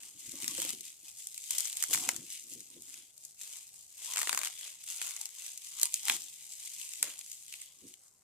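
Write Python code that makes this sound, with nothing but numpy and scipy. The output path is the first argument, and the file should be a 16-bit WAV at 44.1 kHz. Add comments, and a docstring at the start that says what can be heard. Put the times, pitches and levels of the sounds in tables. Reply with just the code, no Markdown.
"""Hands squeeze a ball of bubble wrap with a few snaps, close to a two-port microphone in a quiet room.
They pull it open in a strong burst near two seconds, slacken, work on past four, and near six come
the hardest snaps, then thinner ones. Random clicks of film in three crease sizes make a dense crackle;
single larger clicks are folds and tape letting go. Bumps and rubs of the hands ring the short, low modes
of the table top; shaped noise is the room tone, and sparse reflections answer the wrap."""
import sys
import numpy as np
from scipy import signal
from scipy.fft import rfft, irfft
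from scipy.io import wavfile
from scipy.ndimage import uniform_filter1d

SR = 44100
rng = np.random.default_rng(int(sys.argv[2]) if len(sys.argv) > 2 else 0)


def wav_out(sig):
    """Save sig, one row per channel (or a flat mono array), as 16-bit PCM at SR to the path in sys.argv[1]."""
    wavfile.write(sys.argv[1], SR, np.round(np.clip(np.atleast_2d(sig).T, -1, 1) * 32767).astype(np.int16))


N = 362928  # samples

# Bands in which broad, middle and fine creases sound. Each row: lower edge in Hz, upper edge in Hz.
CREASE_BANDS = [(350, 1570), (1700, 4500), (4500, 15000)]
# Balance of the two microphone ports. Each row: frequency in Hz, left against right in dB.
PORT_BALANCE = [(60, -10.5), (250, 6.5), (500, 4.5), (2000, 0.5), (4400, 4), (7500, 4.5), (9500, -5.5),
                (12000, 13), (15000, -0.5)]


def gain_of(db):
    """Amplitude factor of a level in dB."""
    return 10 ** (np.asarray(db) / 20)


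def evened(x):
    """The sound scaled to an rms of one."""
    return x / np.sqrt(np.mean(x ** 2) + 1e-20)


def read(points, hz):
    """Values of a curve between its points, straight over log frequency."""
    f, value = np.transpose(points)
    return np.interp(np.log(hz + 1), np.log(f + 1), value)


def add(mix, s, sound):
    """Lay a sound into the mix at s seconds, cut at the end."""
    part = mix[:, round(s * SR):][:, :sound.shape[1]]
    part += sound[:, :part.shape[1]]


def swells(at, rise, hold, fall, db, steeper=1):
    """Amplitude over time of gestures that each rise, hold and fall; overlapping ones add in power."""
    t = np.arange(0, N / SR + .01, .002)[:, None]
    before = (at - t) / rise
    after = (t - at - hold) / fall
    away = np.maximum(np.maximum(before, after), 0)
    power = (gain_of(db - 10 * steeper * away) ** 2).sum(axis=1)
    return np.interp(np.arange(N) / SR, t[:, 0], np.sqrt(power))


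def hush():
    """The low room tone: noise shaped in pitch, patchy in time and pitch, partly alike at the ports."""
    # Room tone with a faint narrow hum. Each row: frequency in Hz, relative level in dB per Hz.
    tone_curve = [(15, -18), (40, -14), (80, 3), (150, 4), (240, -5), (600, -3.5), (730, -7), (780, 4),
                  (840, -16), (1200, -11), (2100, -12), (3200, -21.5), (5500, -79.5)]
    # Likeness of the ports. Each row: frequency in Hz, left-right likeness from 0 to 1.
    likeness = [(60, .75), (200, 0.89), (700, 0.1), (2000, 0.067)]
    level_db, patch_db = -79, 1.83
    frames, hz = N // 256 + 5, np.fft.rfftfreq(1024, 1 / SR)
    a, b, c, d, patches = rng.standard_normal((frames, 513, 5)).T
    patches = uniform_filter1d(patches, 4, 0)
    patches = evened(uniform_filter1d(patches, 12, 1))
    same = read(likeness, hz)[:, None]
    left = a + 1j * b
    right = same * left + np.sqrt(1 - same ** 2) * (c + 1j * d)
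    balance_db = np.outer([.5, -.5], read(PORT_BALANCE, hz))[..., None]
    shape_db = read(tone_curve, hz)[:, None] + patch_db * patches + balance_db
    spectra = np.array([left, right]) * gain_of(shape_db)
    tone = signal.istft(spectra, nperseg=1024, noverlap=768)[1][:, :N]
    return gain_of(level_db) * evened(tone)


def table(upper_db):
    """The modes of the table top after a soft blow, each a little different at the two ports."""
    # Each row: frequency in Hz before a random detuning, relative level in dB, time to fall 60 dB in s.
    modes = [(126.7, -1.5, 0.063), (189, -5.5, 0.14), (266.2, 5.5, 0.075), (329, 2.5, 0.096),
             (478, -2.5, 0.057), (610, -7.5, .03)]
    t, out = np.arange(6000) / SR, 0
    for hz, db, t60 in modes:
        phase = 2 * np.pi * hz * rng.normal(1, 0.086) * t + rng.normal(0, 0.45, (2, 1))
        tilt_db = upper_db * np.log2(hz / 270)  # upper_db is per octave
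        out = out + gain_of(db + tilt_db - 60 * t / t60) * np.sin(phase)
    return out * (1 - np.exp(-t / 0.006))  # soft onset


def rubs():
    """Skin sticks and slips unevenly over the table top; each slip is a small blow to its modes."""
    # Each row: full strength from in s, rise in s per 10 dB, hold in s, fall in s per 10 dB, level in dB.
    strokes = [(.05, .1, .1, .1, -76), (.34, .11, .2, .1, -65), (.59, .1, .15, .07, -61),
               (1.95, .03, .25, .055, -58), (2.58, .1, .0, .06, -63), (2.78, .06, .0, .05, -62),
               (2.9, .05, .17, .06, -78), (4.34, .08, .0, .05, -63), (6.16, .05, .0, .04, -58.5),
               (7.014, .01, .07, .04, -69), (7.86, .04, .0, .04, -58.5)]
    slips_per_s = 40.  # in each of eight layers
    slips = rng.standard_normal((8, 1, N)) * (rng.random((8, 1, N)) < slips_per_s / SR)
    rumble = sum(signal.oaconvolve(slip, table(-0.5), axes=1)[:, :N] for slip in slips)
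    return swells(*np.transpose(strokes)) * evened(rumble)


def knocks():
    """Single bumps of a hand set the modes of the table top ringing."""
    # Each row: start in seconds, peak level in dB, tilt toward the upper modes in dB per octave.
    bumps = [(.152, -57.5, -4), (.277, -52.5, -10), (.337, -45.5, 2), (.428, -45, -3.5), (.478, -49.5, 0),
             (.514, -48.5, 2), (.582, -39.5, 17), (.594, -47, -1), (.646, -43.5, 14), (.729, -46.5, 3),
             (1.031, -63, 2), (1.891, -51, -1), (1.909, -42.5, 21), (1.949, -48, -15), (2.184, -46.5, -8),
             (2.514, -52, 2), (2.553, -50, 0), (2.574, -55, 1), (2.763, -53, 9), (6.096, -47.5, 2),
             (7.072, -53, 21)]
    out = np.zeros((2, N))
    for s, db, upper_db in bumps:
        ring = table(upper_db)
        add(out, s, gain_of(db) * ring / abs(ring).max())
    return out


def room(x, t60):
    """Sparse reflections of random sign fall by 60 dB in t60 seconds, other ones at each port."""
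    taps = np.zeros((2, 12000))
    at = np.arange(200, 11980, 20) + rng.integers(0, 20, (2, 589))
    np.put_along_axis(taps, at, rng.choice([-1., 1.], at.shape), 1)
    taps *= gain_of(-60 * np.arange(12000) / SR / t60)
    return signal.fftconvolve(x, taps / np.linalg.norm(taps[0]), axes=1)[:, :N]


def colours():
    """Causal responses of the film, one for each crease size and port: (sizes, ports, taps)."""
    # Film and microphone together. Each row: frequency in Hz, relative level in dB per Hz.
    film_curve = [(180, -48), (300, -25.5), (600, -28.5), (1010, -17.5), (1750, -11), (2000, -3.5),
                  (2550, -2), (4200, 1), (5600, -0.5), (6900, 4.5), (8500, 5), (9800, -1), (12500, -4),
                  (14700, -5), (16000, -22)]
    hz = abs(np.fft.fftfreq(4096, 1 / SR)) + 1
    lo, hi = np.transpose(CREASE_BANDS)[:, :, None, None]
    band = 1 / np.sqrt((1 + (lo / hz) ** 8) * (1 + (hz / hi) ** 8))
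    port_db = read(film_curve, hz) + np.outer([.5, -.5], read(PORT_BALANCE, hz))
    log_gain = np.log(band * gain_of(port_db) + 1e-7)
    minimum_phase = np.exp(np.conj(signal.hilbert(log_gain)))
    taps = np.fft.ifft(minimum_phase).real[..., :1024]
    return taps / np.linalg.norm(taps, axis=(1, 2), keepdims=True)


def buckle(rattle_db, t60, lag, ring_db):
    """The film creeps, ticks, then rattles; left lags by lag samples: (sizes, ports, taps)."""
    # Left-right likeness of the rattle, from 0 to 1, for broad, middle and fine creases.
    rattle_likeness = [0.54, 0.39, 0.26]
    t = (np.arange(1200) - 100) / SR
    a, b = rng.standard_normal((2, 1200))
    same = np.array(rattle_likeness)[:, None]
    right = same * a + np.sqrt(1 - same ** 2) * b
    out = np.stack([a + 0 * same, right], axis=1)
    fade = np.where(t > 0, t / t60, -t / .005)  # the creep swells by 60 dB in 5 ms
    out = out * gain_of(rattle_db - 60 * fade)
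    out[..., 100] = rng.choice([-1., 1.])  # the tick
    cycles = np.fft.rfftfreq(2048)
    late = np.exp(-2j * np.pi * np.outer([lag, 0], cycles))
    # the patch of film that buckles favours a pitch of its own within each size
    lo, hi = np.log(CREASE_BANDS).T
    own_hz = np.exp(lo + (hi - lo) * rng.uniform(.2, .8, 3))[:, None, None]
    resonance = 1 / (1 + 1j * (cycles * SR - own_hz) / (.05 * own_hz))
    ring = 1 + gain_of(ring_db).reshape(-1, 1, 1) * resonance
    return irfft(rfft(out, 2048) * late * ring)


def working(size):
    """How loudly creases of one size sound: squeezes and pulls of the fingers over the held ball."""
    # Each row: full strength from in s, rise in s per 10 dB, hold in s, fall in s per 10 dB,
    # fine creases in dB, middle against fine in dB, broad against fine in dB; slopes hold for fine creases.
    pulls = [(.0, .05, .07, .06, -50, -11, -20), (.26, .13, .0, .1, -46.5, -11, -27),
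             (.43, .14, .07, .1, -42.5, -9, -19), (.6, .12, .09, .06, -39, -7, -21),
             (.87, .14, .0, .07, -46.5, -9, -38), (1.08, .08, .0, .06, -49, -11, -31),
             (1.2, .06, .0, .09, -46.5, -14, -36), (1.47, .26, .0, .05, -46, -12, -37),
             (1.51, .02, .1, .16, -36.5, -10, -23), (1.82, .07, .0, .09, -38, -9, -23),
             (1.94, .035, .0, .08, -31, -11, -16), (2.03, .1, .07, .11, -41, -9, -13),
             (2.33, .08, .02, .085, -42.5, -8, -36), (2.52, .055, .0, .12, -45.5, -12, -35),
             (2.74, .15, .0, .07, -55, -8, -33), (2.85, .06, .05, .1, -50.5, -14, -26),
             (2.96, .1, .02, .11, -50.5, -8, -24), (3.24, .08, .0, .1, -52, -16, -33),
             (3.415, .03, .14, .14, -46.5, -10, -24), (3.8, .12, .0, .13, -52, -16, -34),
             (4.04, .07, .06, .2, -42.5, -9, -17), (4.18, .1, .03, .14, -39, -8, -15),
             (4.3, .1, .12, .04, -44.5, -8, -10), (4.46, .03, .0, .055, -40, -5, -11),
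             (4.58, .2, .0, .1, -50, -9, -28), (4.66, .1, .0, .12, -44.5, -6, -19),
             (4.92, .065, .0, .05, -38.5, -9, -23), (5.02, .07, .0, .24, -39, -8, -18),
             (5.4, .05, .1, .1, -44.5, -10, -24), (5.66, .08, .0, .2, -46.5, -10, -32),
             (5.82, .1, .04, .045, -40, -9, -21), (5.96, .04, .0, .08, -40, -8, -38),
             (6.081, .04, .04, .07, -34, -8, -16), (6.3, .2, .0, .5, -48.5, -11, -36),
             (6.52, .03, .0, .06, -46, -11, -36), (6.62, .1, .12, .1, -46.5, -11, -29),
             (6.82, .1, .0, .25, -42, -10, -33), (7.0, .1, .0, .05, -49, -7, -30),
             (7.035, .01, .0, .12, -41, -5, -10), (7.3, .1, .0, .2, -48, -13, -37),
             (7.54, .1, .0, .1, -49, -7, -29), (7.63, .1, .01, .1, -52, -7, -28),
             (7.88, .17, .02, .09, -54.5, -11, -33), (8.04, .1, .0, .14, -61.5, -22, -28)]
    # Level in dB of broad, middle and fine creases of the ball merely held.
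    resting_db = [-85, -88, -74]
    # Slope factor for broad, middle and fine: larger creases start later and stop sooner in a pull.
    slope_factor = [1.6, 1.15, 1]
    *shape, fine_db, middle_db, broad_db = np.transpose(pulls)
    level_db = fine_db + [broad_db, middle_db, 0][size]
    pulled = swells(*shape, level_db, slope_factor[size])
    return np.hypot(pulled, gain_of(resting_db[size]))


def crackle(film):
    """Buckles come in clumps; the fingers work one patch of the ball for a moment, then another."""
    # Strength in dB with which a patch favours its own pitch, for broad, middle and fine creases.
    patch_ring_db = [16., 7., 1.]
    # Share of the buckles that come from the patch under the fingers, for broad, middle and fine.
    worked_share = [.7, .4, .15]
    per_s, spread_db = 3500., 3.8  # buckles a second in each size; exponential spread of their strengths
    patches, moves_per_s = 24, 18
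    clumps = gain_of(evened(uniform_filter1d(rng.standard_normal(N), 300)))
    grains = np.array([buckle(-14, .009, rng.normal(2.2, 1.5), patch_ring_db) for _ in range(patches)])
    # half of the buckles in a size move creases of every size at once, the others that size alone
    strengths = gain_of(spread_db * np.minimum(rng.exponential(1, (4, N)), 5))
    trains = strengths * (rng.random((4, N)) < .5 * per_s / SR)
    out = np.zeros((2, N))
    for size in range(3):
        clicks = (trains[size] + trains[3]) * clumps
        worked = rng.integers(0, patches, N)[np.cumsum(rng.random(N) < moves_per_s / SR)]
        stays = rng.random(N) < worked_share[size]
        place = np.where(stays, worked, rng.integers(0, patches, N))
        train = 0
        for k, grain in enumerate(grains):
            sound = grain[size, :, :1000] / np.linalg.norm(grain[size])
            train = train + signal.oaconvolve((clicks * (place == k))[None], sound, axes=1)
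        heard = evened(signal.oaconvolve(train, film[size], axes=1)[:, :N])
        out += working(size) * heard
    return out


def small_snaps():
    """Lesser snaps at random moments, as strong as the film is worked; columns as in snaps()."""
    per_s, above_db = 8., 24  # rate; fine part against the crackle
    middle_offset_db, broad_offset_db = -2, -2  # added to the balance of the crackle
    at = np.flatnonzero(rng.random(N - 2000)[200:] < per_s / SR) + 200
    broad_db, middle_db, fine_db = (20 * np.log10(working(size)[at]) for size in range(3))
    vary = rng.standard_normal((len(at), 4)).T
    strength_db = fine_db + above_db + 3 * vary[0]
    middle_part_db = middle_db - fine_db + middle_offset_db + 4 * vary[1]
    broad_part_db = broad_db - fine_db + broad_offset_db + 4 * vary[2]
    return np.transpose([at / SR, strength_db, middle_part_db, broad_part_db, 4 * vary[3]]).tolist()


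def snaps(film):
    """A larger fold or tape lets go at once, its tick 100 samples into the sound."""
    # Each row: tick in seconds, energy of the fine part in dB, middle against fine in dB,
    # broad against fine in dB, left against right in dB.
    single_snaps = [(.2943, -22.5, -10, -36, 12), (.3187, -18, -18, -42, 4), (.4322, -14, -8, -32, -5),
                    (.4441, -10.5, -6.5, -19, -1), (.4797, -4, -10, -21.5, 2), (.5798, -12, -10, -18, 2),
                    (.592, -13.5, -16, -22, 2), (.601, -8, -18, -25, -5), (.6188, -6.5, -8, -17, -2),
                    (.6274, -10.5, -14, -22, 0), (.6506, -10, -8, -26, -2), (.6924, -9.5, -8, -33, 4),
                    (.7046, -9, -11.5, -23, 2), (.8087, -15.5, -17, -40, 2), (1.271, -11.5, -17.5, -40, 0),
                    (1.3446, -18, -8.5, -43, -1), (1.3787, -13, -12, -39, 0), (1.5079, -2.5, -17, -41, -3),
                    (1.5839, -2, -23, -38, 0), (1.606, -6, -20, -23, 4), (1.655, -9.5, -18, -22, 3),
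                    (1.6743, -13, -9.5, -31, 0), (1.699, -12.5, -9, -30, 0), (1.7283, -13, -5.5, -33, -1),
                    (1.7699, -8, -12, -40, -3), (1.8257, -1, -13.5, -20.5, -3), (1.8385, -3, -16, -15, -8),
                    (1.9101, -9, -21, -23, -1), (1.9312, -3.3, -9, -16, -3), (1.9362, -2.5, -10, -25, 10),
                    (1.947, -3, -9, -9.5, -5), (1.9755, -13, -16, -7, 1), (2.09, 1.2, -8.5, -6.5, 1),
                    (2.1636, -10, -12, -25, 2), (2.3032, -16.5, -12, -37, -5), (2.5366, -19.5, -17, -35, 5),
                    (2.8218, -20.5, -26, -40, 2), (2.942, -20, -9, -30, 2), (3.179, -25, -26, -38, 4),
                    (3.2507, -17.5, -23, -44, 2), (3.414, -18.5, -7, -26, 0), (4.1364, -11.5, -8, -20, 0),
                    (4.1601, -9, -6.5, -10, 1), (4.1716, -6.5, -3, -7.5, -1), (4.1807, -7, -8, -13, 5),
                    (4.1899, -8, -12, -8, 1), (4.196, -12, -14, -15, 5), (4.2033, -14, -12, -15, 0),
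                    (4.2157, -7.5, -6, -5.5, 2), (4.2186, -11, -2, -9, 1), (4.2311, -6, -7, -11, -2),
                    (4.273, -10, -.6, -2.5, 2), (4.294, -2.9, -2.5, -9, 3), (4.3293, -5.5, -5.5, -4, 3),
                    (4.3477, -6.7, -8, -7.5, -1), (4.3755, -3.8, -7, -6.5, 1), (4.3906, -8, -19, -15, 3),
                    (4.4154, -11, -4, -10, 2), (4.4338, -10.5, -4, -9, 3), (4.4388, -12, -7, -12, 2),
                    (4.4485, -8.5, -7, -19, 5), (4.4564, -12.5, -15, -15, -2), (4.459, -15, -4, -18, 1),
                    (4.4723, -10.5, -4, -13, 3), (4.5914, -20, -12, -37, 2), (5.0161, -9.5, -3, -13.5, -2),
                    (5.1086, -14, -7.5, -21, 1), (5.1645, -12.5, -15, -23, -1), (5.214, -10, -20, -42, -1),
                    (5.2562, -10.5, -11.5, -44, 1), (5.351, -25.5, -12, -35, 5),
                    (5.5765, -14.5, -14, -42, 0), (5.798, -11, -11, -28, 3), (5.815, -4.5, -15, -35, 1),
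                    (5.8246, -13, -13, -28, -4), (5.832, 5.5, -15, -27, -2), (5.8556, -4, -11, -26, -1),
                    (5.942, .7, -14.5, -51, -1), (6.054, -9, -16, -37, 2), (6.0836, -4, -2, -14, 1),
                    (6.0979, -.6, 2.1, -1.5, -5), (6.1647, -17, -8, -15, 7), (6.6744, -19, -4, -33, 3),
                    (6.8148, -17, -3, -37, 0), (6.9356, -15.5, -5.5, -29, 1), (7.0282, 2.8, -12.5, -18, -3),
                    (7.1913, -14.5, -22, -41, 1), (7.2122, -23.5, -.6, -32, 4),
                    (7.3167, -15.5, -15, -39, -1), (7.5258, -18, -5.5, -25, -1),
                    (7.5396, -21.5, 3, -28, -1), (7.6171, -18, -10, -35, -6), (7.9397, -24.5, -5, -27, 0)]
    rattle_db, rattle_t60 = -16, .014  # rattle against its tick; seconds to fall 60 dB
    lag, lag_spread = 2.9, 1.1  # samples by which left lags
    out = np.zeros((2, N))
    for s, db, middle_db, broad_db, pan_db in [*single_snaps, *small_snaps()]:
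        fold = buckle(rattle_db, rattle_t60, rng.normal(lag, lag_spread), 0.)
        parts = signal.fftconvolve(fold, film, axes=2)
        parts = np.sqrt(2) * parts / np.linalg.norm(parts, axis=(1, 2), keepdims=True)
        snap = gain_of(broad_db) * parts[0] + gain_of(middle_db) * parts[1] + parts[2]
        add(out, s - 100 / SR, gain_of(db + np.array([[.5], [-.5]]) * pan_db) * snap)
    return out


def scene():
    """The wrap and its reflections, the hands on the table, and the room tone."""
    film = colours()
    wrap = crackle(film) + snaps(film)
    echoes = gain_of(-14) * room(wrap, .12)
    return wrap + echoes + knocks() + rubs() + hush()


def record(dry):
    """The band limit: a steep low-pass."""
    edge_hz = 16300
    low_pass = signal.firwin(511, edge_hz, window=("kaiser", 9), fs=SR)
    return signal.oaconvolve(dry, low_pass[None], "same")


dry = scene()
out = record(dry)
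wav_out(out)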